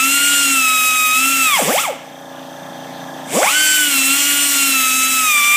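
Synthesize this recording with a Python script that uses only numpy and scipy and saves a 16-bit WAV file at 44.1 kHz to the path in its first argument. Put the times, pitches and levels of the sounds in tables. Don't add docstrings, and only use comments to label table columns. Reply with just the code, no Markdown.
import sys
import numpy as np
from scipy import signal
from scipy.fft import rfft, irfft, next_fast_len
from scipy.io import wavfile
from scipy.ndimage import uniform_filter1d

SR = 44100
rng = np.random.default_rng(int(sys.argv[2]) if len(sys.argv) > 2 else 0)


def volts_from_decibels(level):
    exponent = np.asarray(level, float) / 20
    return 10 ** exponent


def output_pcm(signal):
    pcm = np.clip(np.atleast_2d(signal).T, -1, 1) * 32767
    wavfile.write(sys.argv[1], SR, np.round(pcm).astype(np.int16))


N = 245195
SIZE = next_fast_len(N + SR)
HZ = np.maximum(np.arange(SIZE // 2 + 1) * SR / SIZE, 1)
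TIME = np.arange(N) / SR
FIRST_HALF = TIME < 2.5


def rms_one(x):
    return x / np.sqrt(np.mean(x ** 2) + 1e-20)


def in_time(rows):
    s, value = np.transpose(rows)
    return np.interp(TIME, s, value)


def smooth_in_time(rows):
    s, value = np.transpose(rows)
    slope = np.gradient(value, s)
    i = np.clip(np.searchsorted(s, TIME) - 1, 0, len(s) - 2)
    span = s[i + 1] - s[i]
    u = np.clip((TIME - s[i]) / span, 0, 1)
    blend = value[i] + (value[i + 1] - value[i]) * u * u * (3 - 2 * u)
    return blend + span * u * (1 - u) * ((1 - u) * slope[i] - u * slope[i + 1])


def at_hz(points, hz):
    x, db = np.array(points)[:, 0], np.array(points)[:, 1]
    return np.interp(np.log(hz), np.log(x), db)


def drift(rate):
    r = np.exp(-80 * np.pi * rate / SR)
    white = rng.standard_normal(N // 40 + 2002)
    slow = signal.lfilter([1], [1, -2 * r, r * r], white)[2000:]
    return np.interp(np.arange(N) / 40, np.arange(len(slow)), rms_one(slow))


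def resonate(x, modes):
    out = np.zeros(N)
    for k, (hz, width, db) in enumerate(modes):
        r = np.exp(-np.pi * width / SR)
        b = (1 - r * r) / 2 * np.array([1, 0, -1])
        a = [1, -2 * r * np.cos(2 * np.pi * hz / SR), r * r]
        out += (-1) ** k * volts_from_decibels(db) * signal.lfilter(b, a, x + 1e-18)
    return out


def patchy_noise(spectrum, patchy_db, rate, tilt_db=0):
    coloured = rfft(rng.standard_normal(SIZE)) * volts_from_decibels(at_hz(spectrum, HZ))
    together, out = drift(0.8), np.zeros(N)
    for centre in np.arange(6, 14.1, .5):
        share = np.clip(1 - 2 * np.abs(np.log2(HZ) - centre), 0, 1)
        flicker_db = patchy_db * (0.3 * together + drift(rate))
        out += volts_from_decibels(tilt_db * max(centre - 13, 0) + flicker_db) * irfft(coloured * share, SIZE)[:N]
    return rms_one(out)


def glide(since, top_s, rest_s):
    return np.exp(-top_s / rest_s * np.logaddexp(0, -since / top_s))


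def rotor_speed():
    # bend_s (between the two constants), near_full_time_constant_s, near_rest_time_constant_s
    slows = [
        (1.603, .014, .013),
        (1.8352, .005, .0671),
    ]
    # bend_s (between the two constants), near_full_time_constant_s, near_rest_time_constant_s
    runs_up = [
        (1.7952, .0073, .0491),
        (3.4687, .0279, .0456),
    ]
    glide_share = .96
    lost = sum(glide(s - TIME, top, rest) - 1 for s, top, rest in slows)
    won = sum(glide(TIME - s, top, rest) for s, top, rest in runs_up)
    return np.maximum(1 + glide_share * (lost + won), .02)


def bore_load():
    # time_s, vane_rate_hz
    first_bore = [(0.0, 1308), (0.124, 1384), (0.455, 1389), (0.636, 1303), (0.978, 1265), (1.09, 1257),
                  (1.33, 1352), (1.46, 1285), (1.57, 1051)]
    # time_s, vane_rate_hz
    second_bore = [(3.54, 1545), (3.861, 1460), (3.965, 1357), (4.24, 1423), (4.63, 1379), (4.801, 1313),
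                   (5.27, 1254), (5.346, 1188), (5.56, 1190)]
    free = glide(TIME - 1.655, .012, .012)
    return np.where(FIRST_HALF, (1 - free) * smooth_in_time(first_bore) + free * 1405,
                    smooth_in_time(second_bore))


def air_supply(speed):
    # time_s, level_db
    lever = [(0, -18), (.42, -16.5), (.62, -19), (1.08, -20), (1.25, -18.5), (1.8, -17), (3.4, -16),
             (3.62, -15.5), (3.85, -17.5), (4.23, -15.5), (4.95, -18), (5.56, -18)]
    valve = glide(1.827 - TIME, 0.024, 0.038) + glide(TIME - 3.334, 0.0077, 0.024)
    open_db = in_time(lever) + 0.92 * np.log2(speed)
    seep_db = -49.5
    return open_db, 20 * np.log10(valve * volts_from_decibels(open_db) + volts_from_decibels(seep_db))


def controls():
    # pitch_hz, level_over_air_db
    housing = [(100, -28), (220, -1.5), (400, -15.5), (560, -4), (830, -1), (1000, -5.5), (1250, -3.5),
               (1550, -2)]
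    # pitch_hz, level_over_air_db
    overtones = [(300, -17), (550, -2), (830, -2), (1000, -17), (1850, -16), (2150, -3), (2600, 0.5),
                 (4500, -8)]
    # shaft_hz, level_over_air_db
    wobble = [(60, -64), (200, -9), (245, -33.5), (258, -18.5), (272, -11.5), (285, -17), (296, -14),
              (307, -24.5)]
    lower_db = (1.3, -0.1, -1)
    coast_share = (.3, .5, .85)
    speed = rotor_speed()
    vane_hz = bore_load() * speed
    open_db, air_db = air_supply(speed)
    soft_db = -11 * np.exp(-((TIME - 1.822) / .014) ** 2)
    lower = []
    for k, (db, share) in enumerate(zip(lower_db, coast_share), start=1):
        puff_db = np.where(FIRST_HALF, open_db + share * (air_db - open_db), air_db)
        colour_db = at_hz(housing if k == 1 else overtones, k * vane_hz)
        lower.append(puff_db + db + colour_db + (k - .5) * soft_db)
    gliding = uniform_filter1d(np.abs(np.gradient(np.log2(speed))) * SR, size=6000)
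    wobble_db = air_db + at_hz(wobble, vane_hz / 5) - 2 * np.minimum(gliding, 5)
    return vane_hz, lower, wobble_db, air_db


def cancelled(hz):
    # pitch_hz, width_hz, before_pause_db, after_pause_db
    nulls = [(1345.5, 3.7, -5, -33), (1419, 18, -2.5, -11), (2820, 36, -4, -11.5), (3300, 190, 7, -7.5),
             (4010, 100, -11.5, -2.5), (1774, 232, 1.5, -13), (1040, 43, -2.5, -2), (1372, 14.3, -9, -5),
             (2715, 8.3, -4, -5), (2545, 80, 4, -9), (4386, 89, -14, -25), (3850, 15, 1.5, -22),
             (2445, 180, -5, 5), (1515, 17, -4, 5)]
    return sum(np.where(FIRST_HALF, early_db, late_db) / (1 + ((hz - null_hz) / width) ** 2)
               for null_hz, width, early_db, late_db in nulls)


def bit_wobble(turn, wobble_db):
    return volts_from_decibels(wobble_db + .8 * drift(15)) * (1 + .2 * drift(70)) * np.sin(turn / 5)


def lower_vane_tones(turn, vane_hz, lower, slow):
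    tones = np.zeros(N)
    for k, db in enumerate(lower, start=1):
        smear_db = (k - 1) * slow * (2.2 * drift(45) - 2.5)
        level = volts_from_decibels(db + smear_db + cancelled(k * vane_hz) + 0.72 * drift(12.0))
        tones += level * np.sin(k * turn + rng.uniform(0, 2 * np.pi))
    return tones


def upper_vane_tones(turn, vane_hz, air_db, slow):
    # pitch_hz, level_over_air_db
    exhaust = [(540, -21), (830, -14.5), (1150, 6), (2300, -1), (5000, -16), (6100, -21.5), (7300, -18.5),
               (7800, -15.5), (8450, -11.5), (10000, -22), (11300, -12), (12200, -22), (13100, -10),
               (14000, -34)]
    # multiple, level_db
    upper = [(4, 1), (5, 10), (6, 4), (7, -0.5), (8, -7), (9, -13.5), (10, -18), (12, 0), (27, 10)]
    crawl = np.maximum(slow, np.clip(2 - vane_hz / 400, 0, 1))
    tones = np.zeros(N)
    for k in range(4, 28):
        hz = k * vane_hz
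        db = air_db + at_hz(exhaust, hz + 1) + at_hz(upper, k) + cancelled(hz) + 2.8 * drift(5.8)
        crawl_db = (6 + 17 * np.clip(hz / 300 - 2.9, 0, 1)) * crawl
        level = (hz < SR / 2.5) * volts_from_decibels(db - crawl_db - 1.5)
        tones += level * np.sin(k * turn + .4 * rng.standard_normal())
    return tones


def shaft_lines(turn, vane_hz, air_db, slow):
    # shaft_multiple, level_over_air_db, share_of_unevenness
    shaft = [(2, -37.5, 0.097), (3, -33, 0.38), (4, -25.5, 1.3), (6, -38.5, 0.23), (7, -22, 1.0),
             (8, -23.5, 0.31), (9, -21.5, 0.17), (11, -16.5, 2), (12, -41, 0.71), (13, -52, .4),
             (14, -24, .2)]
    # time_s, level_db
    uneven = [(0, -3), (.6, -19), (1.5, -13.5), (3.45, 5.5), (3.7, -3.5), (4.6, -1), (4.9, -7), (5.3, -26),
              (5.56, -1)]
    # pitch_hz, width_hz, level_db
    bit_hz, bit_width, bit_db = (1412, 9.3, 24.7)
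    uneven_db = in_time(uneven)
    tones = np.zeros(N)
    for k, db, share in shaft:
        ring_db = bit_db / (1 + ((k * vane_hz / 5 - bit_hz) / bit_width) ** 2)
        level = volts_from_decibels(air_db + db + ring_db - 3.9 * slow + share * uneven_db + 2.26 * drift(6.0))
        tones += level * np.sin(k * turn / 5 + rng.uniform(0, 2 * np.pi))
    return tones


def exhaust_hiss(turn, vane_hz, air_db):
    # pitch_hz, level_db_per_hz
    hiss = [(150, -53), (550, -21), (1000, -17.5), (1700, -9), (2350, -4), (3400, -3), (4120, -14.5),
            (4700, -10), (5900, -6), (6500, -6.5), (7800, 0.5), (9500, -7), (12500, -8.5), (15300, -7.5)]
    # time_s, tilt_db_per_octave
    bright = [(0, -1), (.4, -4), (.8, 2.5), (1.5, 1), (3.3, -8), (3.8, 0), (4.3, 0.5), (5.56, 2)]
    puffs = 1 + np.clip(0.22 / (1 + vane_hz / 400), 0, 1) * np.cos(turn)
    flow = np.sqrt(np.maximum(volts_from_decibels(air_db) ** 2 - volts_from_decibels(-46) ** 2, 0))
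    noise = patchy_noise(hiss, patchy_db=1.5, rate=15.0, tilt_db=in_time(bright))
    return volts_from_decibels(0.5) * flow * puffs * noise


def grinder():
    # pitch_hz, width_hz, level_db
    passages = [(531, 114, 1.5), (845, 14, 8), (1119, 9.8, 5.5), (2173, 200, 10), (2400, 190, -11)]
    vane_hz, lower, wobble_db, air_db = controls()
    vane_hz *= 1 + .0015 * drift(30) + .045 * np.exp(-vane_hz / 450) * drift(70)
    turn = 2 * np.pi * np.cumsum(vane_hz) / SR
    running = np.clip((air_db + 46) / 10, 0, 1)
    speed_change = uniform_filter1d(np.gradient(np.log(vane_hz)), size=900) * SR
    slow = np.clip(np.abs(speed_change) / 4, 0, 1)
    tones = bit_wobble(turn, wobble_db) + lower_vane_tones(turn, vane_hz, lower, slow)
    tones += upper_vane_tones(turn, vane_hz, air_db, slow) + shaft_lines(turn, vane_hz, air_db, slow)
    tones *= np.sqrt(2) * running
    return volts_from_decibels(1.0) * (tones + resonate(tones, passages)), exhaust_hiss(turn, vane_hz, air_db)


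def room(x, t60, dull_hz):
    lag = np.arange(SR) / SR
    tail = rng.standard_normal(len(lag)) * volts_from_decibels(-60 * lag / t60) * (lag > .008)
    tail = tail / np.sqrt(np.sum(tail ** 2))
    echoes = rfft(x, SIZE) * rfft(tail, SIZE)
    return irfft(echoes / (1 + 1j * HZ / dull_hz) ** 2 / (1 - 1j * 1100 / HZ), SIZE)[:N]


def compressor():
    # crank_multiple, level_db
    crank_hum = [(1, -50), (2, -44), (3, -30), (4, -18.5), (5, -8.5), (6, -10), (7, -22), (8, -34),
                 (9, -0.5), (10, -16), (11, -11), (12, -15), (13, -30), (14, -21), (15, -39), (16, -13),
                 (17, -18), (18, -48), (19, -2.5), (20, -7), (21, -10), (22, -9), (23, -6), (24, -10),
                 (25, -47), (26, -4.5), (27, -4.5), (28, -7.5), (29, -6.5), (30, -29.5), (31, -9),
                 (32, -15), (33, -39.5), (34, -30), (35, -12)]
    # share_of_turn, head_db, plate_db
    valve_knocks = [(.13, -9, -16), (.28, -18, -2), (.39, -16, 0), (.46, -8, -5), (.61, 0, -10),
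                    (.71, -3, -14)]
    # pitch_hz, width_hz, level_db
    head_modes = [(1060, 33, -23), (1290, 47, -6), (1634, 12.5, 16), (1683, 84, 7), (1975, 88, -1.5)]
    # pitch_hz, width_hz, level_db
    plate_modes = [(2770, 51, -16), (3200, 14, 10), (3400, 180, 2.5), (3620, 110, 6.5), (5500, 160, -15),
                   (6070, 26, 7)]
    crank_hz = 29.4
    turn = 2 * np.pi * crank_hz * TIME + 0.021 * drift(1.6)
    hum = sum(volts_from_decibels(db + 1.3 * drift(1.3)) * np.sin(k * (turn - .45) + 1.37 * rng.standard_normal())
              for k, db in crank_hum)
    head, plate = np.zeros(N), np.zeros(N)
    starts = np.arange(int(N / SR * crank_hz) - 1)
    for share, head_db, plate_db in valve_knocks:
        chance = rng.standard_normal((len(starts), 3))
        at = ((starts + share) / crank_hz * SR + 1.5 * chance[:, 0]).astype(int)
        head[at] += volts_from_decibels(head_db + 1.2 * chance[:, 1])
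        plate[at] += volts_from_decibels(plate_db + 1.2 * chance[:, 2])
    knocks = volts_from_decibels(-44.0) * rms_one(resonate(head, head_modes))
    knocks += volts_from_decibels(-46.5) * rms_one(resonate(plate, plate_modes))
    return volts_from_decibels(-35.5) * hum + knocks + volts_from_decibels(-6) * room(knocks, t60=.5, dull_hz=9000)


def shop_floor():
    # pitch_hz, level_db_per_hz
    shop = [(35, -62), (60, -53), (123, -11), (264, -1.5), (396, -13), (553, -5), (800, -12), (1160, -6.5),
            (1680, -12), (2170, -16), (3270, -14.5), (5000, -25.5), (6500, -60), (11000, -120)]
    # pitch_hz, level_db_per_hz
    leak = [(2470, -36), (4200, -9.5), (6170, -1), (6870, -7.5), (8810, -7), (9560, -15), (11400, -8),
            (13100, -12), (14200, -8), (15300, -13)]
    fans = volts_from_decibels(-38) * patchy_noise(shop, patchy_db=-3.0, rate=7.4)
    return fans + volts_from_decibels(-46.0) * patchy_noise(leak, patchy_db=0.7, rate=11.0)


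def wide_frames():
    # middle_s, low_hz, high_hz, level_db
    wide = [(.02, 7300, 9200, -30), (.13, 4200, 11800, -26), (.365, 11700, 13600, -36),
            (.385, 5600, 7000, -34), (.62, 4200, 5500, -36), (.62, 10300, 12000, -34),
            (.62, 13700, 15300, -36), (.87, 6900, 8700, -29), (.97, 6900, 8700, -29),
            (1.5, 12200, 14200, -34), (1.55, 6900, 8700, -29), (1.55, 4200, 5500, -36),
            (4.43, 5600, 8700, -25), (5.4, 9600, 11300, -33), (5.45, 8200, 9800, -32)]
    white, out = rfft(rng.standard_normal(SIZE)), np.zeros(N)
    for s, low_hz, high_hz, db in wide:
        band = rms_one(irfft(white * (HZ > low_hz) * (HZ < high_hz), SIZE)[:N])
        out += volts_from_decibels(db) * band * np.clip((.024 - np.abs(TIME - s)) / .006, 0, 1)
    return out * np.array([[1], [-1]])


def scene():
    # time_s, gain_db
    far_gain = [(0, -11.5), (1.9, -5.5), (2.1, -4), (2.4, -2), (2.8, 0), (3.28, 1.5), (3.4, -8),
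                (5.56, -10)]
    no_bass = signal.butter(4, 110, "high", fs=SR, output="sos")
    tones, hiss = signal.sosfilt(no_bass, grinder())
    echo = volts_from_decibels(-1) * room(tones, t60=.65, dull_hz=4500) + volts_from_decibels(4) * room(hiss, t60=.7, dull_hz=3500)
    far = echo + compressor() + shop_floor()
    mono = tones + hiss + volts_from_decibels(in_time(far_gain)) * far
    return np.array([mono, mono])


def top_cut(x):
    return signal.sosfilt(signal.butter(12, 16530, fs=SR, output="sos"), x)


def record(dry):
    x = .95 * np.tanh(dry / .95) + wide_frames()
    x = signal.sosfilt(signal.butter(2, 70, "high", fs=SR, output="sos"), x)
    x = irfft(rfft(x, SIZE) * (HZ < 15300), SIZE)[:, :N]
    return top_cut(x)


dry = scene()
out = record(dry)
output_pcm(out)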